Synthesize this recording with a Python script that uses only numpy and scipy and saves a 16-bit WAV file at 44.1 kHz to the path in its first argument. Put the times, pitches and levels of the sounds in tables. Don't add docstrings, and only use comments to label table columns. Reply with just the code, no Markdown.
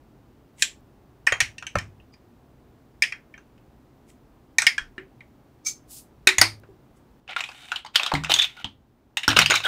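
import sys
import numpy as np
from scipy import signal
from scipy.fft import rfft, irfft, next_fast_len
from scipy.io import wavfile
from scipy.ndimage import uniform_filter1d, map_coordinates

SR = 44100
rng = np.random.default_rng(int(sys.argv[2]) if len(sys.argv) > 2 else 0)


def put_to_file(sound):
    columns = np.atleast_2d(sound).T
    safe = np.clip(columns, -1, 1)
    whole_steps = np.round(safe * 32767)
    wavfile.write(sys.argv[1], SR, whole_steps.astype(np.int16))


N = 426445
SIZE = 2 ** 14


def amp(db):
    return 10 ** (np.asarray(db) / 20)


def unit(x):
    return x / np.sqrt(np.mean(x ** 2) + 1e-20)


def along(points, hz):
    f, v = np.transpose(points)
    return np.interp(np.log(hz + 1), np.log(f + 1), v)


def filtered(x, response):
    m = next_fast_len(x.shape[-1] + SR // 4)
    spectrum = rfft(x, m) * response(np.fft.rfftfreq(m, 1 / SR))
    return irfft(spectrum, m)[..., :x.shape[-1]]


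def modes(resonances):
    def response(f):
        total = 0
        for k, (hz, width, db) in enumerate(resonances):
            total = total + (-1) ** k * amp(db) * 1j * f * width / (hz * hz - f * f + 1j * f * width)
        return total
    return response


def above(hz):
    return lambda f: (1j * f / hz / (1 + 1.2j * f / hz - (f / hz) ** 2) * 1j * f / hz) ** 2


def below(hz):
    return lambda f: (1 + 1.4j * f / hz - (f / hz) ** 2) ** -2


def wander(rate):
    knots = rng.standard_normal(int(N * rate / SR) + 4)
    return map_coordinates(knots, [np.arange(N) * rate / SR], order=1)


def gritty(grit_db, rate):
    return unit(rng.standard_normal(N) * amp(grit_db * wander(rate)))


def strokes(rows, rise, fall):
    t = np.arange(N) / SR
    gains = 0
    for start, end, *db in rows:
        envelope = amp(-rise * np.maximum(start - t, 0) - fall * np.maximum(t - end, 0))
        gains = gains + np.outer(amp(db), envelope)
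    return gains


def another(resonances, shift=0.036):
    scatter = rng.standard_normal((len(resonances), 2))
    return [(hz * (1 + shift * a), width, db + 3 * b)
            for (hz, width, db), (a, b) in zip(resonances, scatter)]


# frequency_hz, t60_s
ROOM_DECAY = [(300, 0.17), (2000, 0.19), (8000, .19), (15000, 0.21)]


def echo(size):
    hz, t, z = signal.stft(rng.standard_normal(size), SR, nperseg=256)
    decay = amp(-60 * t / along(ROOM_DECAY, hz)[:, None])
    tail = signal.istft(z * decay, SR, nperseg=256)[1][:size]
    return tail / np.linalg.norm(tail)


def in_room(x, wet_db):
    return x + amp(wet_db) * signal.fftconvolve(np.pad(x, (260, 0)), echo(SIZE))[:len(x)]


# frequency_hz, relative_density_db (per Hz)
RUSH_SPECTRUM = [(20, -16), (55, 2), (93, -5.5), (130, 1.5), (168, -7.5), (248, -2.5), (399, -8),
                 (472, -13), (802, -15), (1960, -28), (8650, -41.5), (12000, -42.5), (16000, -36.5)]
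AIR_DB, HUSH_S, HUSH_DB = -55, 7.2, -5


def air():
    level = amp(AIR_DB + HUSH_DB * (np.arange(N) > HUSH_S * SR))
    return level * unit(filtered(rng.standard_normal(N), lambda f: amp(along(RUSH_SPECTRUM, f))))


# start_s, end_s, rub_db, hiss_db
SLIDE_STROKES = [(.603, .632, -41.5, -58), (4.092, 4.098, -60.5, -66), (5.91, 5.99, -71, -44.5),
                 (6.968, 6.972, -70.5, -71.5), (7.37, 7.79, -60.5, -71)]
# frequency_hz, relative_density_db (per Hz)
RUB_SPECTRUM = [(710, -42.5), (1200, -33), (2010, -1.5), (4400, -14), (7960, -4.5), (15000, -28.5)]
HISS_SPECTRUM = [(1470, -53), (2500, -17.5), (5310, -5.5), (5740, -7.5), (8080, -2.5), (16000, -9)]
# start_s, end_s, level_db
LID_SQUEAK = [(5.668, 5.678, -19)]
# frequency_hz, width_hz, relative_db
LID_MODES = [(1253, 23, -19), (2290, 40, -8.5), (4230, 930, -13), (5510, 360, -6.5), (6300, 46, 8.5),
             (7300, 610, -11), (9400, 1500, -17.5), (7950, 33000, -27.5)]
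SLIDE_RISE, SLIDE_FALL = 800, 420
SQUEAK_RISE, SQUEAK_FALL = 1930, 490


def slides():
    rub_gain, hiss_gain = strokes(SLIDE_STROKES, SLIDE_RISE, SLIDE_FALL)
    squeak_gain = strokes(LID_SQUEAK, SQUEAK_RISE, SQUEAK_FALL)[0]
    rub = unit(filtered(gritty(grit_db=3.5, rate=390), lambda f: amp(along(RUB_SPECTRUM, f))))
    hiss = unit(filtered(gritty(grit_db=1.5, rate=200), lambda f: amp(along(HISS_SPECTRUM, f))))
    squeal = unit(filtered(gritty(grit_db=-4.5, rate=140), modes(LID_MODES)))
    return in_room(rub_gain * rub + hiss_gain * hiss + squeak_gain * squeal, wet_db=-11.0)


SNAP_S, CHATTER_S, CHATTER_DB = 0.019, 0.065, -8
CATCH_DB = 2
FIRST_TOUCH, FIRST_EDGE = 8, 4


def contact_chatter(t):
    size = len(t)
    catch = amp(CATCH_DB * np.repeat(rng.standard_normal(size // 32), 32))
    decay = amp(-60 * t / SNAP_S) + amp(CHATTER_DB - 60 * t / CHATTER_S)
    bite = 1 - np.exp(-t / .0002)
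    chatter = rng.standard_normal((4, size)) * catch * decay * bite
    chatter[:, 0] = FIRST_TOUCH, FIRST_EDGE, FIRST_EDGE, FIRST_TOUCH
    return chatter


# frequency_hz, width_hz, relative_db
SHELL_MODES = [(1544, 35, -9), (1800, 48, -1), (2170, 45, -5.5), (2466, 98, -0.5), (2793, 64, -5.5),
               (3190, 18, -5.5)]
LOOSE_SHELL_MODES = [(1442, 340, -14), (2500, 380, -3), (3300, 1300, -8)]
STUD_MODES = [(3630, 230, -16), (4830, 450, -12), (6690, 140, -13.5), (8270, 530, -13.5), (5340, 3600, -14)]
RIM_MODES = [(8970, 800, -2.5), (14000, 4000, -22)]
LOOSE_RIM_MODES = [(8700, 450, 3), (13600, 3000, -9.5)]
CAVITY_MODES = [(700, 390, -1), (847, 250, 5), (1270, 510, 3)]


def block_bodies(shell_hz, stud_hz, loose):
    if loose:
        shell = another(LOOSE_SHELL_MODES, shift=0.12) + [(shell_hz, 140, 9)]
    else:
        shell = another(SHELL_MODES, shift=0.02) + [(shell_hz, 120, 4)]
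    studs = another(STUD_MODES) + [(stud_hz, 210, -0.5)]
    rims = LOOSE_RIM_MODES if loose else RIM_MODES
    return shell, studs, rims, another(CAVITY_MODES)


# start_s, level_db (peak before the room), shell_hz, stud_hz,
# stud_db (over the shell), cavity_db (over the shell)
CONTACTS = [(0.6222, -3, 3250, 7700, 2.5, -24), (1.2671, -15.5, 2950, 8200, -0.5, -16),
            (1.2697, -3, 1845, 5280, -15, -16.5), (1.322, -7, 1880, 6720, -11.5, -6),
            (1.4035, -5.5, 1850, 5760, -3.5, -22.5), (1.4097, -9, 2980, 5900, -6.5, -18),
            (1.5817, -27.5, 2760, 5640, -5, -37), (1.625, -25, 1320, 5600, -11.5, -25.5),
            (1.667, -18.5, 3010, 6200, -5, -23), (1.7545, -9.5, 1320, 5960, -16, -7),
            (1.7853, -19, 1786, 5280, -6, -31), (2, -47, 2780, 3940, -28.5, -19.5),
            (2.138, -45, 2380, 4880, -2, -26), (3.0219, -3, 2320, 5070, -6, -29),
            (3.036, -12, 3190, 5300, -18, -27.5), (3.1223, -18.5, 1813, 5330, -15.5, -32),
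            (3.34, -33.5, 2330, 5620, -25, -21.5), (3.3777, -38, 1614, 6200, -10.5, -10.5),
            (3.579, -51.5, 2616, 4990, -11.5, -21), (4.5839, 0, 1880, 3720, -4.5, -22.5),
            (4.6199, -9.5, 1400, 8300, 0, -12), (4.667, 0, 2325, 5000, -7.5, -24.5),
            (4.78, -11.5, 1650, 5260, -15, -39), (4.98, -25, 1790, 3890, -23.5, -44),
            (5.2062, -36, 2070, 3730, -19.5, -25.5), (6.2719, 4, 1814, 3780, -3, -18.5),
            (6.289, -6, 1940, 3770, -6.5, -20.5), (6.383, 0.5, 1980, 6870, 0.5, -13),
            (6.414, 7, 1980, 4630, 3, -8.5), (6.6346, -43, 1650, 3800, -15.5, 2),
            (7.278, -32.5, 2520, 3820, -16.5, -12.5), (7.308, -34, 2400, 3950, -7, -13),
            (7.3635, -11.5, 1410, 3700, -14, -17), (7.406, -14.5, 2560, 3670, -9.5, -8.5),
            (7.4387, -17, 2510, 3640, -11.5, -19.5), (7.489, -27.5, 2540, 4800, -7.5, -3.5),
            (7.516, -33.5, 1500, 3670, -7, -13), (7.718, -12.5, 1490, 4000, -15, -14.5),
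            (7.7595, -16, 2996, 4100, -9, -18), (7.8484, -29, 880, 3720, -11, -15),
            (7.863, -29, 3000, 4540, -3, -2), (7.9572, 0, 3230, 4400, -5.5, -20.5),
            (7.9964, -10.5, 2500, 4050, -16, -9), (8.0324, -10, 3590, 3800, -7.5, -12),
            (8.0628, -12.5, 3270, 3820, -3.5, -14), (8.117, -11.5, 880, 4300, -16, -3),
            (8.138, -9, 900, 4070, -5, -3), (8.152, -12, 2060, 3630, -13, -10),
            (8.2369, -19.5, 1520, 3600, -2.5, -3.5), (8.246, -17, 2650, 3620, -10, -15.5),
            (8.2957, -15, 2650, 4030, 2, 9.5), (8.3394, -3, 3540, 6650, -3.5, -21),
            (8.362, -14.5, 3300, 3650, -9, -10), (8.388, -11.5, 3400, 6600, -6, -22),
            (8.3935, -10, 3080, 3580, -13, -27), (8.4195, -11.5, 3570, 6600, -8, -25),
            (8.426, -12.5, 3200, 3620, -8, -23), (8.432, -31, 3400, 3720, -8, -19),
            (8.443, -12.5, 3500, 3070, -13, -23.5), (8.644, -15, 3126, 4280, -15, -11.5),
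            (9.1707, -8, 2714, 3650, -4, -14.5), (9.233, -16.5, 2677, 3820, -7.5, -35),
            (9.279, -2.5, 1536, 5430, -1, -6.5), (9.2895, -7.5, 3030, 5640, -6, -12),
            (9.303, -10, 2780, 3800, -9, -25), (9.33, -14, 1430, 3770, -12, -7),
            (9.365, -3.5, 2830, 4150, -11, -6), (9.3699, -2.5, 1384, 4150, -4, -10),
            (9.389, 4, 2505, 5650, -4, -7.5), (9.415, -6, 2880, 4100, -6, -32),
            (9.46, -2.5, 3000, 4850, -7, -23), (9.5, -7.5, 2840, 5100, -4, -10),
            (9.507, -4, 1510, 6820, -1.5, -21), (9.52, -12.5, 1480, 6930, -8, -2),
            (9.5395, -7, 1400, 3830, -6, -11), (9.5552, -8.5, 2330, 3620, -3, -22),
            (9.603, -21, 2617, 3640, -5, -2.5), (9.654, -21, 3200, 8400, -6, 4),
            (9.664, -12, 1490, 3220, -15.5, -15)]
CRACK_DB, CRACK_GROWS, CRACK_HARD = -12, 1, .25


def clicks():
    size = SIZE // 2
    out, t, f = np.zeros(N + size), np.arange(size) / SR, np.fft.rfftfreq(size, 1 / SR)
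    bands = [above(hz=620)(f) * below(hz=4500)(f),
             above(hz=2500)(f) * below(hz=9000)(f),
             above(hz=7000)(f),
             above(hz=300)(f) * below(hz=1500)(f)]
    for s, db, shell_hz, stud_hz, stud_db, cavity_db in CONTACTS:
        chatter = contact_chatter(t)
        loose = s > HEAP_STROKES[0][0] - .1
        bodies = block_bodies(shell_hz, stud_hz, loose)
        paths = np.array([modes(body)(f) for body in bodies]) * bands
        rings = irfft(rfft(chatter) * paths, size)
        crack_db = CRACK_DB + CRACK_GROWS * stud_db + CRACK_HARD * db
        sizes = amp([0, stud_db, crack_db, cavity_db])
        blow = (sizes / np.linalg.norm(rings, axis=1)) @ rings
        path_power = np.abs(paths) ** 2
        power = sizes ** 2 @ (path_power / np.mean(path_power, axis=1, keepdims=True))
        blurred = np.exp(uniform_filter1d(np.log(power + 1e-9), size=100) / 2)
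        blurred = blurred / (1 + f / 9000)
        tail = np.roll(irfft(rfft(echo(size)) * blurred, size), 300)
        out[round(s * SR):][:size] += amp(db) / np.abs(blow).max() * (blow + amp(-4.0) * tail)
    return out[:N]


# frequency_hz, t60_s
TABLE_MODES = [(33, 0.45), (65, 1), (89, 0.15), (103, 0.63), (150, 0.53), (181, 0.16), (215, 0.24),
               (280, .26), (325, .26), (378, 0.25), (590, 0.045)]
# start_s, level_db, spot_hz (pitch that the struck spot favours)
TABLE_THUMPS = [(1.324, -35, 88), (1.422, -28.5, 83.4), (1.753, -27, 181), (1.757, -17.5, 590),
                (1.769, -23, 88), (4.813, -41.5, 33), (4.981, -37.5, 378), (6.271, -25, 378),
                (6.391, -28.5, 103), (6.416, -30.5, 325), (6.689, -45, 378), (8.141, -21.5, 155.7),
                (8.136, -20, 265), (8.137, -27, 74), (8.303, -35.5, 323), (8.649, -38, 88.8),
                (9.284, -21.5, 110.2), (9.28, -19.5, 300), (9.367, -25.5, 150), (9.371, -26, 215.3),
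                (8.644, -31.5, 240.5), (9.422, -31.5, 102), (9.497, -33, 325)]
SPOT_DB_PER_OCTAVE, RISE_CYCLES = 51, 0.24


def table():
    out, t = np.zeros(N + SIZE), np.arange(SIZE) / SR
    hz, t60 = np.transpose(TABLE_MODES)[:, :, None]
    cycles = hz * t / RISE_CYCLES
    life = amp(-60 * t / t60) * (1 - np.exp(-cycles))
    push = 2.3 * cycles * (1 - cycles / 2) * np.exp(-cycles)
    for s, db, spot_hz in TABLE_THUMPS:
        drift = .03 * np.cumsum(rng.standard_normal(SIZE))
        share = amp(db - SPOT_DB_PER_OCTAVE * np.abs(np.log2(hz / spot_hz)))
        ring = life * np.sin(2 * np.pi * hz * t + drift)
        out[round(s * SR):][:SIZE] += np.sum(share * (ring + push), axis=0)
    return out[:N]


# start_s, end_s, level_db, pitch_hz
SINGING_DRAGS = [(2.133, 2.15, -60, 4900), (8.391, 8.45, -20.5, 3520), (8.578, 8.614, -41, 1430),
                 (9.307, 9.321, -28, 3770), (9.31, 9.327, -29, 1535), (9.416, 9.431, -26, 4200),
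                 (9.539, 9.58, -25, 3840), (9.601, 9.618, -36, 3890), (9.647, 9.693, -30, 1520),
                 (9.656, 9.66, -27, 3310)]
SING_WIDTH, SING_RISE, SING_FALL = 0.078, 2000, 2500


def sings():
    out, t = np.zeros(N + SIZE), np.arange(SIZE // 2) / SR
    for start, end, db, hz in SINGING_DRAGS:
        s = start - .03 + t
        catch = amp(5.3 * np.repeat(rng.standard_normal(len(t) // 128), 128))
        drag = rng.standard_normal(len(t)) * catch
        mode = modes([(hz, SING_WIDTH * hz, 0)])
        tone = unit(filtered(drag, lambda f: mode(f) ** 2))
        level_db = db - SING_RISE * np.maximum(start - s, 0) - SING_FALL * np.maximum(s - end, 0)
        out[round(s[0] * SR):][:len(t)] += tone * amp(level_db)
    return in_room(out[:N], wet_db=-14.5)


def jostle(resonances, edge, pressure):
    total = 0
    for mode in resonances:
        drive = pressure * gritty(grit_db=2.5, rate=360) * amp(2.1 * wander(rate=25))
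        total = total + filtered(drive, lambda f: modes([mode])(f) * edge(f))
    return unit(total)


# start_s, end_s, hollow_db, wall_db
HEAP_STROKES = [(7.29, 7.335, -38.5, -51), (7.385, 7.395, -33, -34.5), (7.46, 7.8, -51.5, -54.5),
                (7.947, 7.955, -41, -41), (7.99, 8.1, -36.5, -42), (8.25, 8.27, -39, -62),
                (8.305, 8.32, -20.5, -18.5), (8.35, 8.45, -39, -30.5), (8.49, 8.56, -55.5, -56),
                (8.57, 8.62, -48, -51.5), (9.24, 9.25, -39.5, -37), (9.305, 9.315, -23, -28),
                (9.368, 9.43, -26.5, -25), (9.505, 9.52, -19.5, -25.5), (9.55, 9.57, -26.5, -25),
                (9.64, 9.7, -31.5, -34)]
# frequency_hz, width_hz, relative_db
HOLLOW_MODES = [(770, 120, -7), (1433, 100, -5), (2500, 1000, -5)]
WALL_MODES = [(2980, 290, 9), (3670, 120, 12.5), (6340, 300, -11), (5560, 3400, -14)]
HEAP_RISE, HEAP_FALL = 2100, 990
KNOCKS_PER_S, KNOCK_SPREAD_DB, KNOCK_S, KNOCK_DB = 240, 3.5, 0.013, -4


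def heap():
    hollow_gain, wall_gain = strokes(HEAP_STROKES, HEAP_RISE, HEAP_FALL)
    starts = (rng.random(N) < KNOCKS_PER_S / SR) * amp(KNOCK_SPREAD_DB * rng.standard_exponential(N))
    decay = amp(-60 * np.arange(SIZE) / SR / KNOCK_S)
    knocks = unit(signal.fftconvolve(starts, decay)[:N])
    pressure = unit(1 + amp(KNOCK_DB) * knocks)
    hollow = jostle(HOLLOW_MODES, lambda f: above(hz=450)(f) * below(hz=4500)(f), pressure)
    wall = jostle(WALL_MODES, above(hz=1501.4), pressure)
    return in_room(hollow_gain * hollow + wall_gain * wall, wet_db=-11.5)


def scene():
    return (air() + slides() + clicks() + table() + sings() + heap())[None]


def record(dry):
    clipped = dry / (1 + np.abs(dry) ** 8) ** (1 / 8)
    return filtered(clipped, lambda hz: np.clip((15950 - hz) / 400, 0, 1) ** 2)


dry = scene()
out = record(dry)
put_to_file(out)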